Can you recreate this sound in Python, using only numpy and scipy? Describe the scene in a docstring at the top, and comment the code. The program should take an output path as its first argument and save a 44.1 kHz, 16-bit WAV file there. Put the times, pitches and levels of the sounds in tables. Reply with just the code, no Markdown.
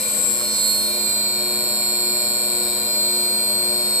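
"""A whining pump motor in a workshop

An inverter feeds a three-phase motor by switching its power very fast, so the windings whine in
clusters of close tones (sidebands). Shaft, pump and magnetic field hum below, over a rush of air and
bearings. A phone near the housing keeps moving through the whine's loud and quiet spots (standing
waves): the tones swell and fade differently in each ear, steadying briefly near the middle."""
import sys
import numpy as np
from scipy import signal
from scipy.fft import rfft, irfft
from scipy.io import wavfile
from scipy.ndimage import map_coordinates

SR = 44100
rng = np.random.default_rng(int(sys.argv[2]) if len(sys.argv) > 2 else 0)


def wav_out(sig):
    """Save sig, one row per channel (or a flat mono array), as 16-bit PCM at SR to the path in sys.argv[1]."""
    wavfile.write(sys.argv[1], SR, np.round(np.clip(np.atleast_2d(sig).T, -1, 1) * 32767).astype(np.int16))


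N = 176400
SWITCH_HZ, SUPPLY_HZ, SHAFT_HZ = 4000, 60.35, 30.055
SPOT_SPACING_CM = 2.575  # the standing waves change over about this distance

# the phone's path: t/s, position/cm, share of the sound shaped by standing waves/0-1
PHONE_PATH = [(0, -2, 0.93), (.6, 7, 0.93), (1.1, 14, 1), (1.5, 12.5, 0.64), (2.0, 22, 0), (2.7, 11, 0.68),
              (3.1, 19, 0.99), (4, 23, 0.98)]
# rush of air and bearings: f/Hz, level/dB per Hz
RUSH_SPECTRUM = [(20, -91), (60, -73), (120, -72), (330, -70.5), (420, -76), (500, -62), (560, -73.5),
                 (610, -68.5), (700, -75), (1600, -75.5), (2000, -78.5), (2330, -69), (2550, -78.5),
                 (3050, -81), (3600, -74.5), (4200, -68.5), (4800, -77.5), (5300, -73.5), (5800, -84.5),
                 (6600, -80.5), (7700, -67), (8400, -69), (9600, -72.5), (10400, -69.5), (11500, -67.5),
                 (13000, -69), (14000, -77.5), (15500, -76.5)]
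# how alike the noise is in both ears: f/Hz, likeness/0-1
EAR_MATCH = [(50, 0.77), (300, 0.7), (700, 0.64), (1500, 0), (4000, 0.35), (15000, 0.1)]
# air from the cooling fan: f/Hz, level/dB per Hz
FAN_SPECTRUM = [(100, -90), (400, -95), (510, -57), (620, -87), (1000, -86), (1700, -78), (2300, -73.5),
                (3000, -74), (4000, -86), (6000, -74.5), (9000, -70), (15000, -104)]
# the fan air fading: t/s, gain/dB
FAN_GAIN = [(0, -0.5), (.22, -5.5), (.42, -4), (.7, -9), (1.1, -8), (1.5, -28)]
# hand scuffs: t/s, half-length/s, centre f/Hz, left level/dB, right level/dB
HAND_SCUFFS = [(0.41, 0.024, 1320, -40, -46), (0.55, 0.056, 5900, -42, -34)]
# shaft and pump tones ("lead" is how far the left ear's wave is ahead of the right's):
# multiple of the shaft rate, level/dB, left minus right/dB, lead/rad, gain at the start/dB
SHAFT_TONES = [(1, -65, 0, 0, 0), (2, -63, 0, 0, 0), (7, -41, 3, .3, 0), (11, -58, 0, 0, 0),
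               (12, -38.4, -1.5, -.2, -9), (13, -60, 0, 0, 0), (20, -48, 3, .4, -3), (21, -53, 2, .3, 0),
               (24, -45, 3.5, .3, -9), (25, -59, 4, .5, 0), (28, -58, 4, .5, 0), (32, -47, -4, .8, -8),
               (34, -50, 0, .8, -4), (36, -47, 2, -1.6, 2), (37, -55, 0, .8, 0), (47, -59, 0, .8, 0),
               (48, -49, 4, 1.2, 0), (60, -57, -2, 1, 0)]
# magnetic hum: multiple of the supply rate, level/dB
MAGNETIC_TONES = [(2, -58), (4, -55.5), (8, -45.5), (10, -47.5)]
# other steady tones, a low hum and a few faint high whistles: f/Hz, level/dB
OTHER_TONES = [(107.7, -64.5), (216, -53), (258.4, -62.5), (275.9, -58.5), (513.4, -51), (590.1, -45),
               (599.6, -46), (2704.4, -53.5), (2884.1, -79), (3219.2, -51.5), (3605.7, -61)]
# the housing's ring: t/s, left level/dB, right level/dB
HOUSING_LEVEL = [(0, -47, -38), (.45, -46, -47), (.6, -54, -56), (.8, -52, -55), (.92, -42.5, -42.5),
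                 (2.8, -43.5, -43.5), (4, -44.5, -47)]
# outline of the faint sidebands: f/Hz, level/dB
FAINT_SPECTRUM = [(2000, -73), (2500, -67), (3200, -67), (3700, -63), (4500, -61), (4800, -53.5),
                  (5300, -58), (5800, -107), (7000, -53), (8800, -55), (9800, -77), (10350, -51),
                  (10900, -61), (12500, -67), (13600, -52), (14200, -56), (15500, -56)]
# strong sidebands: cluster number, offset/supply rates, left level/dB, right level/dB, lead/rad
STRONG_SIDEBANDS = [(1, -5, -51, -53, 1.0), (1, -3, -42, -48, -2.0), (1, -1, -40, -44, .9),
                    (1, 1, -43, -47, 2.7), (1, 3, -40, -42, -.4), (1, 7, -38, -41, -2.1),
                    (1, 9, -43, -47, -2.7), (1, 13, -47, -45, -3.0), (1, 15, -54, -49, -2.9),
                    (1, 19, -45, -41, .5), (1, 21, -53, -52, 0), (2, -12, -45, -51, -2.2),
                    (2, -10, -45, -50, .3), (2, -9, -45, -53, -.9), (2, -8, -38, -40, -.8),
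                    (2, -7, -44, -48, .4), (2, -6, -27, -29, .6), (2, -5, -41, -45, 1.4),
                    (2, -4, -30, -33, 2.6), (2, -3, -40, -45, -3.0), (2, -2, -31, -41, 2.1),
                    (2, -1, -43, -50, 2.0), (2, 0, -35, -43, 2.5), (2, 1, -50, -55, 1.1),
                    (2, 2, -31, -41, 2.5), (2, 4, -32, -38, 2.4), (2, 6, -28, -34, -2.9),
                    (2, 8, -36, -38, -.1), (2, 10, -50, -47, -2.3), (2, 16, -48, -52, 3.0),
                    (3, -27, -51, -52, .5), (3, -25, -52, -54, 0), (3, -9, -39.5, -40.5, -.3),
                    (3, -7, -44, -43, 1.6), (3, -2, -48, -51, .8), (3, 5, -47, -49, -.2),
                    (3, 7, -49, -49, 1.7), (3, 9, -51, -49, .5), (3, 11, -46, -49, 1.6),
                    (3, 25, -49, -56, -2.1)]
# all the top treble: t/s, left gain/dB, right gain/dB
TREBLE_GAIN = [(0, 2.5, -28), (.45, 3.5, -26), (.5, 1.5, -14), (.6, 2, -7), (.68, 2.5, 3.5), (.85, 3, 1.5),
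               (1.25, 0.5, -1.5), (2, 0, 1), (2.7, 0, 0), (3.2, 0, -1.5), (4, -1.5, -5.5)]
# the third cluster's strong pair, then its other tones: t/s, gain/dB
THIRD_PAIR_GAIN = [(0, 3), (.3, 2), (.45, -2), (.7, 3.5), (1.25, -14), (1.5, 1.5), (2.8, 0), (3, -17),
                   (3.25, -8), (3.5, 4), (4, 2)]
THIRD_REST_GAIN = [(0, 4), (.7, -8), (1.2, -1), (1.5, -6), (2.8, -2), (3.05, 8), (3.6, 1), (4, 8)]
# the first cluster: t/s, gain/dB
FIRST_GAIN = [(0, -0.5), (.33, -4.5), (.65, 0.5), (1.4, -2), (2.7, -2), (3.1, -1.5), (4, -3.5)]
# the second cluster's lower and upper halves: t/s, left gain/dB, right gain/dB, lead/rad
SECOND_LOWER = [(0.01, -3.5, -1.0, -1.5), (0.27, 6.3, 2.3, 0.5), (0.34, 2.8, 3.0, 0.8),
                (0.43, -8.7, 1.6, 0.4), (0.46, -7.4, -1.4, 0.2), (0.63, -1.3, 7.6, -0.2),
                (0.85, -7.2, -1.7, -2.4), (0.94, -3.5, -3.3, -2.0), (1.08, -3.1, 4.4, -0.4),
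                (1.18, -1.4, -0.1, 0.5), (1.48, -3.5, -0.3, 2.4), (1.89, -0.3, -0.1, 1.2),
                (2.6, 0.2, -3.0, 1.2), (3.14, -2.2, -1.2, 0.3), (3.31, -4.1, -2.9, 1.2),
                (3.38, -6.9, -4.2, 4.6), (3.61, -7.3, -4.0, 7.2), (3.71, -2.7, -1.5, 8.7),
                (3.98, 0.6, -0.0, 10.0)]
SECOND_UPPER = [(0.01, -0.9, 2.6, -0.9), (0.1, -0.7, 5.3, 1.0), (0.24, 4.1, 1.9, -0.5),
                (0.66, -7.4, 8.3, -6.3), (0.85, -1.6, 7.5, -8.7), (0.97, -8.9, 1.3, -8.6),
                (1.12, -3.8, 6.5, -5.2), (1.35, -9.0, -4.7, -6.6), (1.47, -5.8, 0.4, -9.6),
                (1.66, -0.8, -2.7, -9.7), (2.57, 1.5, 0.6, -9.5), (2.74, 0.7, -2.6, -9.8),
                (2.84, -4.7, -0.3, -8.1), (2.99, 0.9, -1.8, -6.5), (3.32, 0.8, -0.1, -6.0),
                (3.4, 0.3, 3.8, -5.6), (3.59, 1.9, 1.4, -5.9), (3.86, -1.7, 2.1, -4.8),
                (3.98, 2.1, 4.9, -6.1)]
# the loudest sideband: t/s, left level/dB, right level/dB, lead/rad
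WHISTLE_AT_EARS = [(0.01, -37.8, -37.9, 1.8), (0.07, -36.1, -34.4, 1.1), (0.13, -39.3, -42.1, 0.0),
                   (0.31, -53.4, -36.3, -2.2), (0.34, -57.6, -33.4, -5.0), (0.4, -35.1, -30.7, -5.3),
                   (0.45, -27.0, -27.3, -5.4), (0.55, -26.2, -26.6, -4.9), (0.69, -25.2, -19.8, -5.6),
                   (0.73, -26.2, -20.3, -6.0), (0.82, -24.0, -26.1, -5.4), (0.99, -29.1, -23.0, -4.0),
                   (1.06, -30.9, -21.6, -4.1), (1.11, -27.5, -22, -3.8), (1.15, -23.6, -23.9, -3.1),
                   (1.2, -26.1, -20.4, -3.2), (1.3, -23.6, -21.7, -2.4), (1.45, -24.0, -26.3, -1.9),
                   (1.92, -29.8, -21.6, -1.9), (2.08, -27.5, -21.8, -2.3), (2.39, -31.3, -23.3, -2.1),
                   (2.72, -30.3, -25.6, -2.0), (2.84, -25.4, -27.8, -3.1), (2.96, -24.0, -20.3, -3.3),
                   (3.01, -21.3, -21.6, -3.2), (3.07, -25.4, -19.6, -3.3), (3.11, -22.6, -22.8, -3.1),
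                   (3.17, -25.9, -20.8, -3.3), (3.21, -23, -22.6, -3.2), (3.26, -24.5, -21, -3.3),
                   (3.58, -22.4, -22.1, -2.9), (3.68, -23, -23, -3.1), (3.73, -23.3, -23.5, -2.6),
                   (3.85, -24.6, -23.5, -2.1), (3.98, -27.4, -20.0, -1.6)]


def undb(db):
    """Turn decibels into a gain."""
    return 10 ** (np.asarray(db) / 20)


def curve(rows):
    """Join each column's points with straight lines in time."""
    rows = np.array(rows, float)
    return np.array([np.interp(np.arange(N) / SR, rows[:, 0], col) for col in rows.T[1:]])


def at_hz(rows, hz):
    """Read a table by frequency, with octaves evenly spaced."""
    rows = np.array(rows, float)
    return np.interp(np.log(np.maximum(hz, 1)), np.log(rows[:, 0]), rows[:, 1])


def ripple(place, size=512):
    """A smooth random wobble (complex), with about one new value per unit of place."""
    knots = rng.standard_normal((2, size))
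    real, imag = [map_coordinates(k, [place[::50]], mode="mirror") for k in knots]
    return np.interp(np.arange(N), np.arange(0, N, 50), real + 1j * imag) / np.sqrt(np.pi * 3 / 5)


def waver(depth, rate_hz):
    """A gain that wobbles randomly around 1."""
    return 1 + depth * ripple(np.arange(N) / SR * rate_hz)


def blend(shared, own, likeness):
    """Mix two unrelated wobbles, keeping their power."""
    return likeness * shared + np.sqrt(1 - likeness ** 2) * own


def spin(hz):
    """A steady complex tone; its real part is the sound."""
    return np.sqrt(2) * np.exp(2j * np.pi * hz * np.arange(N) / SR)


def rush(spectrum, flicker_db=.25):
    """Noise of air or bearings, more alike in both ears in the bass than in the treble."""
    hz = np.arange(N // 2 + 1) * SR / N
    mid, side = rfft(rng.standard_normal((2, N)))
    alike = np.clip(at_hz(EAR_MATCH, hz), 0, 1)
    ears = mid * np.sqrt(1 + alike) + side * np.sqrt(1 - alike) * np.array([[1], [-1]])
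    flicker = undb(flicker_db * ripple(np.arange(N) / SR * 12).real)
    return irfft(ears * undb(at_hz(spectrum, hz)), N) * np.sqrt(SR) / 2 * flicker


def fan_air():
    """Air from the cooling fan, loudest where the phone starts."""
    return rush(FAN_SPECTRUM) * undb(curve(FAN_GAIN))


def scuffs(band_ratio=1.27):
    """The hand rubs the phone, making short, soft swells of noise."""
    t, out = np.arange(N) / SR, 0
    for time, length, hz, left_db, right_db in HAND_SCUFFS:
        band = signal.butter(2, [hz / band_ratio, hz * band_ratio], "band", fs=SR, output="sos")
        noise = signal.sosfilt(band, rng.standard_normal((2, N)))
        swell = np.exp(-((t - time) / length) ** 2)
        out += noise / noise.std() * undb([[left_db], [right_db]]) * swell
    return out


def hum_tone(hz, db, pan_db, lead):
    """One slightly wavering tone of the hum, placed between the ears."""
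    wave = spin(hz) * waver(depth=.076, rate_hz=9) * undb(db)
    balance = undb(np.array([[pan_db], [-pan_db]]) / 2)
    phase = 2 * np.pi * rng.random() + np.array([[lead], [0]])
    return (wave * balance * np.exp(1j * phase)).real


def hum(approach_s=1.58, pump_multiple=12, throb_hz=1.79):
    """Shaft, magnetic and other tones; the hum grows as the phone comes round to the pump end."""
    t, out = np.arange(N) / SR, 0
    away = np.clip(1 - t / approach_s, 0, 1)
    throb_db = 3.3 * np.cos(2 * np.pi * throb_hz * (t - 2.07))
    for multiple, db, pan_db, lead, start_db in SHAFT_TONES:
        if multiple == pump_multiple:  # the pump tone throbs as the rotor slips behind the field
            db = db + throb_db
        out += hum_tone(multiple * SHAFT_HZ, db + start_db * away, pan_db, lead)
    magnetic = [(multiple * SUPPLY_HZ, db) for multiple, db in MAGNETIC_TONES]
    for hz, db in magnetic + list(OTHER_TONES):
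        lead = min(hz / 1000, 1) * rng.standard_normal()
        start_db = -4 if hz > 300 else 0
        out += hum_tone(hz, db + start_db * away, 0, lead)
    return out


def housing_ring(hz=2363.3, width_hz=200):
    """The bearings make the housing ring: two close tones beat roughly over a narrow band of noise."""
    tones = (spin(hz) + undb(-11) * spin(hz - SHAFT_HZ)).real
    roughness = waver(depth=.22, rate_hz=60).real
    noise = (spin(hz) * ripple(np.arange(N) / SR * width_hz, size=2048)).real
    return (tones * roughness + undb(-7) * noise) * undb(curve(HOUSING_LEVEL))


def faint_sidebands(paths=3, turn_rad=2.5):
    """Many faint switching tones arrive by several paths, so each swells and fades as the phone moves."""
    flutter = waver(depth=.05, rate_hz=45)
    multiple, offset = (grid.ravel() for grid in np.meshgrid(np.arange(1, 5), np.arange(-33, 34)))
    hz = multiple * SWITCH_HZ + offset * SUPPLY_HZ
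    size = undb(at_hz(FAINT_SPECTRUM, hz) - 7 * ((multiple + offset) % 2))  # every other tone is weaker
    position, out = curve(PHONE_PATH)[0], 0
    for _ in range(paths):
        phases = 2 * np.pi * rng.random((2, len(hz)))
        spectrum = np.zeros((2, N), complex)
        spectrum[:, np.round(hz * N / SR).astype(int)] = size * np.exp(1j * phases)
        phase_shift = turn_rad * ripple(position / SPOT_SPACING_CM).real
        out += np.fft.ifft(spectrum) * N * np.exp(1j * phase_shift)
    return (out * flutter).real * np.sqrt(2 / paths)


def standing_wave(position, common_lead):
    """Loud and quiet spots along the path; with a common lead, both ears get nearly the same wave."""
    place = position / SPOT_SPACING_CM
    own = np.array([ripple(place) for _ in range(2)])
    if common_lead is None:
        return own
    shared = ripple(place) * np.exp(-1j * common_lead * np.array([[0], [1]]))
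    return blend(shared, own, likeness=.9)


def cluster(number, above=-np.inf, up_to=np.inf, common_lead=None, scatter_rad=.75):
    """Sidebands around one multiple of the switching rate; standing waves trade level among them."""
    flutter = waver(depth=.05, rate_hz=45)
    position, share = curve(PHONE_PATH)
    share = np.clip(share, 0, 1)
    field = standing_wave(position, common_lead)
    out, power, steady_power = 0, 0, 0
    for multiple, offset, left_db, right_db, lead in STRONG_SIDEBANDS:
        if multiple == number and above < offset <= up_to:
            # neighbouring tones swell and fade somewhat alike
            field = blend(field, standing_wave(position, common_lead), likeness=.45)
            size = undb([[left_db], [right_db]])
            direct = np.sqrt(1 - share ** 2) * np.exp(-1j * np.array([[0], [lead]]))
            gain = size * (direct + share * field)
            # roughly in step, the tones pulse twice per supply cycle
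            phase = scatter_rad * rng.standard_normal()
            out += gain * np.exp(1j * phase) * spin(number * SWITCH_HZ + offset * SUPPLY_HZ)
            power += abs(gain) ** 2
            steady_power += size ** 2
    return (out * flutter).real * np.sqrt(steady_power / power)


def with_treble(background, split_hz=8000, buzz_depth=.2):
    """The top buzzes with the magnetic field, gains the third cluster and is shaded from either ear."""
    top = signal.sosfiltfilt(signal.butter(3, split_hz, "high", fs=SR, output="sos"), background)
    buzz = 1 + buzz_depth * np.cos(2 * np.pi * 2 * SUPPLY_HZ * np.arange(N) / SR)
    pair = cluster(3, above=-11, up_to=-7) * undb(curve(THIRD_PAIR_GAIN))
    others = (cluster(3, up_to=-11) + cluster(3, above=-7)) * undb(curve(THIRD_REST_GAIN))
    return background - top + (top * buzz + pair + others) * undb(curve(TREBLE_GAIN))


def whine():
    """The windings sing around the switching rate and around twice that rate."""
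    lower, upper = curve(SECOND_LOWER), curve(SECOND_UPPER)
    return (cluster(1) * undb(curve(FIRST_GAIN))
            + cluster(2, up_to=-1, common_lead=lower[2]) * undb(lower[:2])
            + cluster(2, above=-1, common_lead=upper[2]) * undb(upper[:2]))


def whistle():
    """One sideband hits a natural pitch of the motor's still part (the stator) and stands out."""
    left_db, right_db, lead = curve(WHISTLE_AT_EARS)
    tone = spin(SWITCH_HZ + 5 * SUPPLY_HZ) * waver(depth=.05, rate_hz=45)
    return undb([left_db, right_db]) * np.array([tone, tone * np.exp(-1j * lead)]).real


def scene():
    """Add up all the sounds for the left and right ear."""
    background = with_treble(rush(RUSH_SPECTRUM) + faint_sidebands())
    return background + whine() + fan_air() + whistle() + hum() + housing_ring() + scuffs()


def record(dry):
    """The phone steeply cuts the highest treble."""
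    cutoff_hz = 15450
    return signal.sosfilt(signal.ellip(12, .1, 80, cutoff_hz, fs=SR, output="sos"), dry)


dry = scene()
out = record(dry)
wav_out(out)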